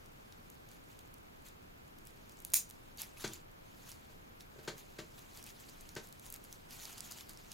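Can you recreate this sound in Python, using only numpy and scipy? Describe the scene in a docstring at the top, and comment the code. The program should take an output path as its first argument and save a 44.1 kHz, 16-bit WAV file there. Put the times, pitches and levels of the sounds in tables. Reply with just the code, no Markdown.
"""Steel shears trim a small potted tree in a quiet room, a metre from two steadily hissing microphones. At
first twigs and blades tick lightly while leaves and sleeves rustle. At 2.5 s the blades slam shut in one hard
snip that rings the steel. From 3.2 to 6 s, dull knocks ring wood out of sight. Toward the end, from about 5.4
s, the ticks and rustling grow busier. The room answers the snip, ticks and knocks with a short echo."""
import sys
import numpy as np
from scipy import signal
from scipy.fft import rfft, irfft, next_fast_len
from scipy.io import wavfile
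from scipy.ndimage import uniform_filter1d

SR = 44100
rng = np.random.default_rng(int(sys.argv[2]) if len(sys.argv) > 2 else 0)


def pcm_store(signal):
    """Save signal as 16-bit PCM."""
    levels = np.round(np.clip(np.atleast_2d(signal), -1, 1) * 32767)
    wavfile.write(sys.argv[1], SR, levels.astype(np.int16).T)


N = 332274


def amp(db):
    """Turn decibels into a gain to multiply by."""
    return 10 ** (np.asarray(db) / 20)


def unit(x):
    """Scale x to an average strength (rms) of 1."""
    return x / np.sqrt(np.mean(x ** 2) + 1e-20)


def along(points, hz):
    """Read between the (frequency, value) rows of a table, on a log frequency scale."""
    f, v = np.transpose(points)
    return np.interp(np.log(hz + 1), np.log(f + 1), v)


def filtered(x, response):
    """Multiply each frequency in x by response(frequency)."""
    n = x.shape[-1]
    padded = next_fast_len(n + 8192)
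    return irfft(rfft(x, padded) * response(np.fft.rfftfreq(padded, 1 / SR)), padded)[..., :n]


def noise(spectrum, size=N):
    """Noise of strength 1, its tone shaped by a table."""
    return unit(filtered(rng.standard_normal(size), lambda hz: amp(along(spectrum, hz))))


def resonance(f, hz, width):
    """The response of something that rings at hz and dies away; gain 1 at that pitch."""
    return 1j * f * abs(width) / (hz * hz - f * f + 1j * f * abs(width))


def add(out, s, x):
    """Mix x into out, starting at s seconds."""
    part = out[..., round(s * SR):][..., :x.shape[-1]]
    part += x[..., :part.shape[-1]]


def patchy(x, depth_db):
    """Make x louder and softer in random patches, about 1 kHz by 20 ms."""
    spectrum = signal.stft(x, nperseg=256)[2]
    patches = uniform_filter1d(rng.standard_normal(spectrum.shape[1:]), size=6, axis=0)
    patches = uniform_filter1d(patches, size=7, axis=1)
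    return signal.istft(spectrum * amp(depth_db * unit(patches)), nperseg=256)[1][:, :N]


def in_room(x, pan_db, echo_db):
    """Place x left (pan_db > 0) or right; echo from the walls builds up, then dies faster in the treble."""
    # time the echo takes to fade by 60 dB: f/Hz, fade/s
    fade_times = [(200, 0.31), (1000, 0.17), (3000, 0.18), (7000, .2), (14000, 0.15)]
    # stereo width of the echo, side compared with mid: f/Hz, level/dB
    echo_width = [(100, -25), (400, -13), (900, -8), (2400, -1), (4500, -9), (8000, -6), (15000, -2)]
    hz, t, spectrum = signal.stft(rng.standard_normal((2, SR // 5)), SR, nperseg=128)
    spectrum[1] *= amp(along(echo_width, hz))[:, None]
    fade = amp(-60 * t / along(fade_times, hz)[:, None])
    tail = signal.istft(spectrum * fade, SR, nperseg=128)[1]
    tail *= 1 - np.exp(-(np.arange(tail.shape[1]) / SR / .012) ** 2)  # builds up in about 12 ms
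    mid, side = signal.fftconvolve(x[None], tail / np.linalg.norm(tail[0]), axes=1) * amp(echo_db)
    out = np.array([mid + side, mid - side])
    out[:, :len(x)] += x * amp([[pan_db / 2], [-pan_db / 2]])
    return out


def hiss():
    """Two microphones hiss: mid is the same in both ears, side is opposite in left and right."""
    # tone of each microphone's hiss: f/Hz, level/dB
    mid_tone = [(12, -16), (20, 9), (38, -1.5), (110, -1), (248, -5.5), (642, -15), (1530, -17.5),
                (1860, -21.5), (2260, -20.5), (8650, -37), (13200, -30), (14700, -27), (16000, -41)]
    side_tone = [(12, -52.5), (20, -22), (113, -4), (357, -0.5), (849, -2), (2670, -12), (8650, -28.5),
                 (12400, -26), (14700, -28), (16000, -42)]
    mid = amp(-59.5) * noise(mid_tone)
    side = amp(-58.5) * noise(side_tone)
    return np.array([mid + side, mid - side])


def rustle():
    """Leaves and cloth make countless tiny snaps: a slow stir, with short brushes swelling over it."""
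    # slow stir of leaves and sleeves: t/s, level/dB
    stir = [(0, -73.5), (1.8, -76.5), (2.4, -70), (2.95, -73), (3.06, -63), (3.13, -73), (3.35, -57),
            (3.45, -79.5), (3.85, -65), (4.25, -76), (4.75, -70), (5.75, -64.5), (6.17, -70), (6.55, -70),
            (6.64, -70.5), (6.72, -66.5), (6.89, -59.5), (7.15, -60), (7.28, -66.5), (7.42, -65),
            (7.53, -64.5)]
    # single brushes through the leaves: peak t/s, level/dB, length/s
    brushes = [(0.332, -75, 0.03), (0.72, -68.5, .1), (0.908, -69.5, 0.079), (1.003, -71, 0.032),
               (1.468, -62, 0.052), (2.075, -67, 0.04), (2.312, -72, .059), (3.005, -50, 0.059),
               (3.178, -59.5, .021), (3.213, -55, .07), (3.336, -61, 0.018), (3.89, -58, 0.08),
               (4.109, -71, .044), (4.411, -63.5, 0.032), (4.641, -64.5, 0.041), (4.787, -58.5, 0.048),
               (5.186, -62, 0.041), (5.368, -59.5, 0.07), (5.468, -60, 0.039), (5.501, -58.5, 0.025),
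               (5.603, -61, 0.028), (5.691, -59.5, 0.021), (5.808, -62, 0.018), (5.893, -65, 0.019),
               (6.046, -62, 0.051), (6.256, -61, 0.09), (6.342, -59.5, 0.046), (6.445, -63.5, 0.029),
               (6.524, -65, 0.073), (6.732, -58, 0.096), (6.83, -55.5, 0.12), (6.907, -60, 0.064),
               (6.982, -56, 0.023), (7.048, -57, 0.056), (7.115, -54.5, .036), (7.175, -58, 0.042),
               (7.207, -59, 0.036), (7.298, -59, 0.034), (7.525, -59, 0.04)]
    # tone of the leaves: f/Hz, level/dB
    leaf_tone = [(400, -39), (700, -1), (1200, -2.5), (1900, -2.5), (2600, -0.5), (3500, 0), (4600, 0),
                 (5600, -2.5), (6700, 0.5), (9000, -9.5), (11500, -6.5), (16000, -14.5)]
    t = np.arange(N) / SR
    stir_db = np.interp(t, *np.transpose(stir))
    treble_db = stir_db - 2.5 - .25 * (stir_db + 72.5)  # a louder stir sounds duller
    low_power, high_power = amp(stir_db) ** 2, amp(treble_db) ** 2
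    for peak, db, length in brushes:
        near = abs(t - peak) < .2
        slope_s = length * np.where(t[near] < peak, 0.37, 0.63)  # swells faster than it fades
        swell = amp(db) * np.exp(-((t[near] - peak) / slope_s) ** 2)
        low_power[near] += swell ** 2
        high_power[near] += (amp(-0.5) * swell) ** 2
    snaps = rng.standard_normal((2, N))
    flicker_db = 1.9 * unit(uniform_filter1d(rng.standard_normal(N), size=60))
    snaps = patchy(snaps * amp(flicker_db), depth_db=2.5)
    colour = lambda hz: amp(along(leaf_tone, hz))
    treble = lambda hz: 1 / (1 + (9000 / (hz + 1)) ** 6)
    low = unit(filtered(snaps, lambda hz: colour(hz) * (1 - treble(hz))))
    high = unit(filtered(snaps, lambda hz: colour(hz) * treble(hz)))
    mid, side = np.sqrt(low_power) * low + np.sqrt(high_power) * high
    return np.array([mid + amp(-8) * side, mid - amp(-14.0) * side]) * amp([[-.4], [.4]])


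def knocks():
    """A soft blow rings the wood, a little differently each time, with a rattling puff of noise on top."""
    # knocks on wood: t/s, level/dB, extra rattle/dB
    blows = [(3.239, -34.5, -3), (3.278, -56, -18), (4.094, -55.5, -19), (4.556, -53, -23),
             (4.585, -50.5, -9), (4.674, -37.5, -2.5), (4.984, -40.5, -5), (5.961, -39.5, -3.5)]
    # notes the wood rings at: f/Hz, level/dB, time to fade by 60 dB/s
    wood_notes = [(124.5, -4.5, 0.12), (164, -12, 0.12), (217, -9.5, 0.13), (325, 1, 0.066),
                  (383, 1.5, 0.069), (450.4, -2.5, 0.082), (543, -8, 0.097), (615, -7.5, 0.12),
                  (977, -3.5, 0.037), (1537, -3.5, 0.054), (1900, -22.5, 0.079)]
    # tone of the rattle: f/Hz, level/dB
    rattle_tone = [(410, -39), (700, -7), (1310, -8.5), (1560, -4.5), (2740, -9), (4420, -6.5), (5400, -12),
                   (7200, -10.5), (8170, -19.5), (14000, -27)]
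    out, t = np.zeros((2, N)), np.arange(SR // 5) / SR
    rise = (1 - np.exp(-t / .003)) ** 2
    for s, db, rattle_db in blows:
        ring = np.zeros(len(t))
        for k, (hz, level, fade_s) in enumerate(wood_notes):
            fade = amp(level + rng.normal(0, 1.5) - 60 * t / fade_s)
            bloom = 1 - np.exp(-hz * t / 0.49)  # low notes swell later
            ring += (-1) ** k * fade * bloom * np.sin(2 * np.pi * hz * t)
        puff = amp(rattle_db + 5.0 - 60 * t / 0.1) * noise(rattle_tone, size=len(t))
        knock = amp(db) * rise * (amp(-1) * ring + puff)
        add(out, s, in_room(knock, pan_db=2.1, echo_db=-8.5))
    return out


def pings():
    """Small hard parts each ring briefly at one slightly unsteady pitch."""
    # single pings: t/s, level/dB, f/Hz, time to fade by 60 dB/s
    notes = [(.324, -51, 3870, 0.021), (.991, -51, 3220, .015), (2.5363, -35, 976, 0.014),
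             (2.5418, -47, 910, 0.0096), (2.981, -48.5, 4640, 0.11), (3.17, -52, 2570, 0.052),
             (3.244, -50, 7330, .07), (3.277, -44, 5600, .04), (3.278, -53, 9100, 0.14),
             (3.335, -34.5, 7100, 0.014), (4.408, -52, 5400, 0.019), (4.788, -57, 6450, 0.088),
             (5.373, -48, 4800, .03), (6.527, -53, 6230, 0.067), (6.854, -38, 4800, 0.013),
             (7.209, -46, 3530, 0.018)]
    out, t = np.zeros((2, N)), np.arange(SR // 10) / SR
    rise = 1 - np.exp(-t / 0.00047)
    for s, db, hz, fade_s in notes:
        waver = np.cumsum(rng.standard_normal(len(t))) * 0.1
        add(out, s, amp(db - 60 * t / fade_s) * rise * np.sin(2 * np.pi * hz * t + waver))
    return out


def ticks():
    """Twigs and blades tick in bursts of about a millisecond; the pot and table bounce each one back."""
    # the clearest ticks: t/s, level/dB, f/Hz
    clear_ticks = [(0.0602, -46.5, 8200), (0.324, -44, 4200), (0.501, -42.5, 10900), (0.6887, -45, 6500),
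                   (0.715, -46, 6560), (0.9907, -42.5, 5840), (1.141, -41.5, 8250), (1.459, -59, 6600),
                   (1.486, -43, 6860), (1.986, -46, 9100), (2.053, -43, 8750), (2.071, -40, 8300),
                   (2.1067, -50, 8400), (2.2951, -44, 7040), (2.321, -45.5, 7300), (2.3714, -46.5, 5460),
                   (2.39, -48.5, 6200), (2.4026, -39, 11500), (2.4217, -45, 11000), (2.4493, -23, 9200),
                   (2.502, -42, 7400), (2.5198, -37, 6700), (2.693, -40, 11500), (2.7002, -35, 9650),
                   (2.709, -38.5, 5500), (2.9741, -36, 7500), (3.018, -23, 11300), (3.2772, -33.5, 4900),
                   (3.3338, -37, 9300), (3.893, -36, 8770), (3.917, -37, 5300), (4.407, -40.5, 5100),
                   (4.781, -39, 6460), (5.192, -43.5, 7300), (5.3737, -42, 6200), (5.389, -46, 7500),
                   (5.427, -39.5, 6500), (5.4407, -37.5, 8150), (5.4646, -38.5, 8400), (5.49, -42, 6000),
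                   (5.637, -50, 3500), (5.6962, -43.5, 7000), (5.8096, -41, 8800), (5.891, -37, 6060),
                   (5.9528, -34, 7000), (6.072, -43, 8000), (6.0878, -43.5, 8300), (6.126, -39, 7000),
                   (6.1962, -44, 7500), (6.264, -34, 7740), (6.3018, -34, 11300), (6.325, -29.5, 10500),
                   (6.3408, -29, 10600), (6.3614, -36.5, 8600), (6.4408, -39, 10000), (6.5267, -33.5, 9000),
                   (6.7081, -36, 6700), (6.799, -38, 4500), (6.8539, -33.5, 6040), (6.9802, -35, 6100),
                   (7.0057, -28.5, 7200), (7.112, -33.5, 9100), (7.121, -30.5, 7400), (7.1858, -37, 4000),
                   (7.2087, -33.5, 4300), (7.294, -35, 10000), (7.3332, -43, 5800), (7.3734, -41, 5660),
                   (7.5176, -34.5, 5300)]
    out, t = np.zeros((2, N)), np.arange(SR // 100) / SR
    count = round(4 * N / SR)  # four faint ticks a second, at random times
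    when = rng.random(count) * N / SR
    size, pitch = rng.standard_normal((2, count))
    faint_ticks = zip(when, -55 + 2.5 * size, 7000 * 2 ** (0.37 * pitch))
    shape = amp(-60 * t / .0045) * (1 - np.exp(-t / .0002))
    for s, db, hz in [*faint_ticks, *clear_ticks]:
        burst = rng.standard_normal(len(t)) * shape
        tick = filtered(burst, lambda f: resonance(f, hz, width=1.5 * hz) ** 2)
        tick = amp(db) * tick / abs(tick).max()
        add(tick, .0023, amp(-13) * tick)  # bounce off the pot and table
        add(out, s, in_room(tick, pan_db=rng.normal(-1.3, 2), echo_db=-13))
    return out


def snip():
    """The blades slam shut, touching a few times in quick succession and making the steel ring."""
    # blade hitting blade: t/s, level/dB
    contacts = [(2.5362, -10), (2.5371, -17), (2.5406, -8), (2.5418, -10), (2.544, -13)]
    # broad bands the steel rings in: f/Hz, width/Hz, level/dB
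    steel_bands = [(970, 820, -30.5), (2450, 450, -15.5), (3270, 540, -16.5), (3870, 500, -11.5),
                   (5000, 410, -8), (6030, 520, -8.5), (6690, 400, 0.5), (7270, 540, -3), (8650, 300, -4),
                   (9400, 270, -12.5), (9900, 500, -21), (10700, 480, -0.5), (11700, 360, -2.5),
                   (13200, 820, -3), (13800, 480, -2), (15300, 350, -1)]
    start = contacts[0][0]
    blows, t = np.zeros(SR // 20), np.arange(SR // 200) / SR
    for s, db in contacts:
        add(blows, s - start, amp(db - 60 * t / 0.003) * unit(rng.standard_normal(len(t))))
    steel = lambda f: sum((-1) ** k * amp(db) * resonance(f, hz, width)
                          for k, (hz, width, db) in enumerate(steel_bands))
    ring = amp(6.5) * filtered(blows, steel)
    out = np.zeros((2, N))
    add(out, start, in_room(ring, pan_db=-2.5, echo_db=-1.5))
    return out


def scene():
    """All the sounds together, left and right."""
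    return snip() + ticks() + pings() + knocks() + rustle() + hiss()


def record(dry):
    """The camera keeps nothing above 15900 Hz."""
    return filtered(dry, lambda hz: hz < 15900)


dry = scene()
out = record(dry)
pcm_store(out)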